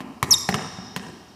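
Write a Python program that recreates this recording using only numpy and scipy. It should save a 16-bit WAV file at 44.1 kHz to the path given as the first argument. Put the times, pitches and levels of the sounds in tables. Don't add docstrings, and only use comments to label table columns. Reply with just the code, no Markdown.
import sys
import numpy as np
from scipy import signal
from scipy.fft import rfft, irfft
from scipy.io import wavfile
from scipy.ndimage import uniform_filter1d

SR = 44100
rng = np.random.default_rng(int(sys.argv[2]) if len(sys.argv) > 2 else 0)


def transcribe(signal):
    frames = np.atleast_2d(signal).T
    limited = np.clip(frames, -1, 1)
    pcm = np.round(limited * 32767).astype(np.int16)
    wavfile.write(sys.argv[1], SR, pcm)


N = 59535
LEAD_S = .4


def undb(db):
    return 10 ** (np.asarray(db) / 20)


def fade(t, t60):
    return np.exp(-np.log(1000) * t / t60)


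def lowpass(x, hz):
    return signal.lfilter(*signal.butter(2, min(hz, SR / 2.5), fs=SR), x)


def mode(t, hz, db, t60):
    return undb(db) * np.sin(2 * np.pi * hz * t) * fade(t, t60)


def spectral_gain(n, curve):
    hz, db = np.array(curve).T
    log_hz = np.log(np.arange(n // 2 + 1) * SR / n + 1)
    return undb(np.interp(log_hz, np.log(hz), db))


def background(level_db=-54):
    # frequency_hz, relative_density_db
    spectrum = [(18, -87), (30, -57), (252, 10.5), (473, -8), (650, 3), (900, 0), (1700, -14), (2800, -37),
                (3700, -12), (5310, -8.5), (6050, -14), (16000, -25)]
    noise = irfft(rfft(rng.standard_normal(N)) * spectral_gain(N, spectrum), N)
    return noise * undb(level_db) / noise.std()


def board_thud(t, noise, thud_hz, thud_db, floor_db):
    rumble = undb(thud_db + 15) * lowpass(noise, 360) * fade(t, t60=.068)
    rumble = signal.lfilter(*signal.butter(2, 109, "high", fs=SR), rumble)
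    thud = 2 * mode(t, thud_hz, thud_db, t60=.022)
    floor_ring = mode(t, hz=190, db=floor_db, t60=.097)
    return (thud + rumble + floor_ring) * (1 - np.exp(-t / .0022))


def blows(n):
    # start_s, rebound_delay_s, rebound_db, slap_db, slap_top_hz, knock_hz,
    # knock_db, low_knock_hz, low_knock_db, thud_hz, thud_db, ball_db, floor_db, ceiling_db,
    # ceiling_delay_s, wall_delay_s
    impacts = [(-.25, 0.00073, -5.5, 0.5, 2000, 1390, -45, 786, -1.5, 202, -18, -32, -26, -15, .037, 0.094),
               (.005, 0.0052, -30, -36, 5400, 1620, -24.5, 940, -24, 240, -25, -63, -42, -17, 0.049, 0.13),
               (.2281, 0.001014, -7, -5.5, 9000, 1810, -8.5, 1160, -7, 122, -15.5, -33.5, -29, -29, 0.033, 0.077),
               (0.4889, 0.0012, 6, -21.5, 8600, 1880, -10, 800, -16, 190, -16.5, -35.5, -22, -3, 0.037, .069),
               (0.5429, .0038, -9, -7.5, 6500, 2970, -12.5, 1177, -9.5, 262, -16.5, -31, -55, -12.5, 0.043, 0.08),
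               (0.784, 0.0069, -11, -48, 2000, 1520, -47, 674.7, -43, 193, -30, -50, -27, -16, 0.051, 0.064),
               (0.963, .0016, -21, -10.5, 7440, 1790, -15, 1110, -21, 199.2, -28, -37.5, -27.5, -11, 0.033, .066),
               (1.089, 0.0097, -10, -62, 2000, 1592, -79, 860, -80, 74, -30.5, -93, -61, -10, 0.029, .070)]
    # pitch_hz, level_db, t60_s
    ring_modes = [(465, 0, .1), (745, 2, .07), (1017, 6, .07), (1170, -2, .06), (1645, 2, .08),
                  (1865, -4, .06), (2195, 0, .07), (2740, -8, .04), (3720, -12, .025), (4160, -14, .025)]
    ring_hz, ring_db, ring_t60 = np.array(ring_modes).T[:, :, None]
    out, t = np.zeros(n), np.arange(SR // 4) / SR
    rattle_band = signal.butter(1, [400, 2840], "band", fs=SR)
    for (start_s, rebound_s, rebound_db, slap_db, slap_top_hz, knock_hz, knock_db, low_hz, low_db,
         thud_hz, thud_db, ball_db, floor_db, ceiling_db, ceiling_s, wall_s) in impacts:
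        noise = rng.standard_normal(len(t))
        scatter_db = 1.5 * rng.standard_normal(ring_db.shape)
        slap = undb(slap_db) * lowpass(noise, slap_top_hz) * fade(t, t60=.006)
        knock = mode(t, knock_hz, knock_db, t60=.0057) + mode(t, low_hz, low_db, t60=.011)
        hit = (slap + knock) * (1 - np.exp(-t / .00013))
        rattle = signal.lfilter(*rattle_band, np.roll(noise, len(t) // 2))
        rattle *= undb(knock_db - 6.5) * fade(t, t60=.072)
        thud = board_thud(t, noise[::-1], thud_hz, thud_db, floor_db)
        ring = mode(t, ring_hz, ball_db + ring_db + scatter_db, ring_t60).sum(axis=0)
        onset = int((start_s + LEAD_S) * SR)
        arrivals = [(onset, hit + thud + rattle + ring),
                    (int((start_s + rebound_s + LEAD_S) * SR), undb(rebound_db) * hit),
                    (onset + int(ceiling_s * SR), undb(ceiling_db) * lowpass(hit, 4000)),
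                    (onset + int(wall_s * SR), undb(-22) * lowpass(hit, 9000))]
        for i, sound in arrivals:
            out[i:i + len(t)] += sound[:n - i]
    return out


def reflection(t, delay_s, db, highpass_hz, lowpass_hz, smear_s):
    burst = rng.standard_normal(len(t)) * (t >= delay_s) * fade(np.abs(t - delay_s), smear_s)
    burst = lowpass(burst / np.sqrt(np.sum(burst ** 2)), lowpass_hz)
    return undb(db) * signal.lfilter(*signal.butter(1, highpass_hz, "high", fs=SR), burst)


def hall(n, echoes, smear_s, flutter_db, tail_colour):
    # centre_hz, early_db, early_t60_s, late_db, late_t60_s
    bands = [(64, -34, 0.48, -46.5, 5.2), (149, -48.5, 1, -49, 1.1), (281, -16.5, 0.23, -42.5, 3.64),
             (469, -27, 0.28, -55, 5), (1070, -43.5, 0.34, -44, 1.92), (2000, -35.5, 0.26, -45.5, 1.57),
             (3580, -61, 0.14, -46, 1.94), (5400, -30, 0.15, -49, 2.13), (8500, -41, 0.77, -44, 0.79),
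             (13000, -43, 0.18, -55, 0.68), (16450, -37, 0.63, -59, 0.92)]
    flutter_period_s, flutter_t60_s, tail_rise_s = .108, 3., .045
    t = np.arange(n) / SR
    response = signal.unit_impulse(n)
    for echo in echoes:
        response += reflection(t, *echo, smear_s)
    for k in range(1, 12):
        delay_s = k * flutter_period_s
        db = flutter_db - 60 * delay_s / flutter_t60_s
        response += reflection(t, delay_s, db, highpass_hz=6000, lowpass_hz=3800, smear_s=k * .0005)
    spectrum = spectral_gain(n, tail_colour) * rfft(rng.standard_normal(n))
    log_hz = np.log(np.arange(n // 2 + 1) * SR / n + 1)
    log_centres = np.log(np.array(bands)[:, 0])
    build_up = 1 - np.exp(-(t / tail_rise_s) ** 2)
    for k, (_, early_db, early_t60, late_db, late_t60) in enumerate(bands):
        band_weight = np.interp(log_hz, log_centres, np.arange(len(bands)) == k)
        decay = undb(early_db) * fade(t, early_t60) + undb(late_db) * fade(t, late_t60)
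        response += irfft(spectrum * band_weight, n) * decay * build_up
    return response


def squeal(n):
    # time_s, pitch_hz, fundamental_db, second_db, third_db, roughness_ratio
    glide = [(.3068, 8000, -45, -70, -90, .01), (.3079, 7100, -12, -30, -90, .01),
             (.3105, 6190, -10, -25, -90, .01), (.3125, 5830, -8, -18, -72, .01),
             (.3155, 5690, -6, -15, -64, .01), (.319, 5560, -10, -38, -62, .01),
             (.3215, 5500, -7, -24, -56, .015), (.3245, 5250, -6, -23, -50, .02),
             (.326, 5190, -14, -21, -41, .02), (.3287, 5200, -3, -25, -36, .01),
             (.3308, 4750, -15, -25, -32, .04), (.333, 4600, -11, -32, -28, .05),
             (.3355, 3900, -33, -19, -28, .05), (.3385, 3780, -16, -24, -27, .04),
             (.3408, 3710, -8, -21, -26, .035), (.3445, 3620, -12, -13, -31, .035),
             (.347, 3730, -20, -19, -35, .03), (.3495, 3790, -22, -30, -44, .03),
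             (.353, 3690, -40, -50, -60, .01)]
    top_hz, rasp_s, rasp_width_s = 15350, .334, .004
    t = np.arange(n) / SR - LEAD_S
    times, *tracks = np.array(glide).T
    hz, *levels_db, roughness = (np.interp(t, times, track) for track in tracks)
    tremble = 3 * uniform_filter1d(rng.standard_normal(n), size=10)
    phase = 2 * np.pi * np.cumsum(hz * (1 + roughness * tremble)) / SR
    tone = sum(undb(db) * np.sin(k * phase) * (k * hz < top_hz) for k, db in enumerate(levels_db, 1))
    hiss = lowpass(np.diff(rng.standard_normal(n + 1)), 11000)
    rasp = undb(-24) * np.exp(-.5 * ((t - rasp_s) / rasp_width_s) ** 2) * hiss
    wobble_db = 5.6 * uniform_filter1d(uniform_filter1d(rng.standard_normal(n), size=40), size=40)
    sliding = (t > times[0]) & (t < times[-1])
    return tone * undb(wobble_db) * sliding + rasp


def scene():
    # delay_s, level_db, highpass_hz, lowpass_hz
    blow_echoes = [(.004, -13.5, 201, 5000), (.0074, -19, 197, 6040), (0.0107, -15.5, 192, 5000),
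                   (0.0132, -11, 204, 4000), (0.016, -14.5, 196, 4000), (.048, -49, 99.9, 2970),
                   (0.075, -29, 300, 3000), (0.103, -15.5, 303, 2930), (.122, -12, 200, 6000)]
    # delay_s, level_db, highpass_hz, lowpass_hz
    squeal_echoes = [(.0074, -22, 2000, 9000), (.0119, -20, 2000, 9000), (.0356, -17, 9000, 11000),
                     (.0405, -14, 6000, 7000), (.0745, -13, 13000, 15000), (.102, -22, 4000, 8000)]
    # frequency_hz, gain_db
    far_colour = [(3000, -1), (3700, -6), (4200, -1), (4900, -6), (5250, -5), (5600, -2), (6200, -6),
                  (7300, -5), (9000, -2), (11000, -5)]
    flat_colour = [(1, 0)]
    n = N + int(LEAD_S * SR)
    dribble = signal.fftconvolve(
        blows(n), hall(n, blow_echoes, smear_s=.0015, flutter_db=-28, tail_colour=flat_colour))
    sole = signal.fftconvolve(
        squeal(n), hall(n, squeal_echoes, smear_s=.00001, flutter_db=-18, tail_colour=far_colour))
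    return ((dribble + sole)[n - N:n] + background())[None]


def record(dry):
    bass_cut = signal.butter(4, 75.6, "high", fs=SR, output="sos")
    treble_cut = signal.ellip(10, .2, 80, 15350, fs=SR, output="sos")
    return signal.sosfilt(treble_cut, signal.sosfilt(bass_cut, dry))


dry = scene()
out = record(dry)
transcribe(out)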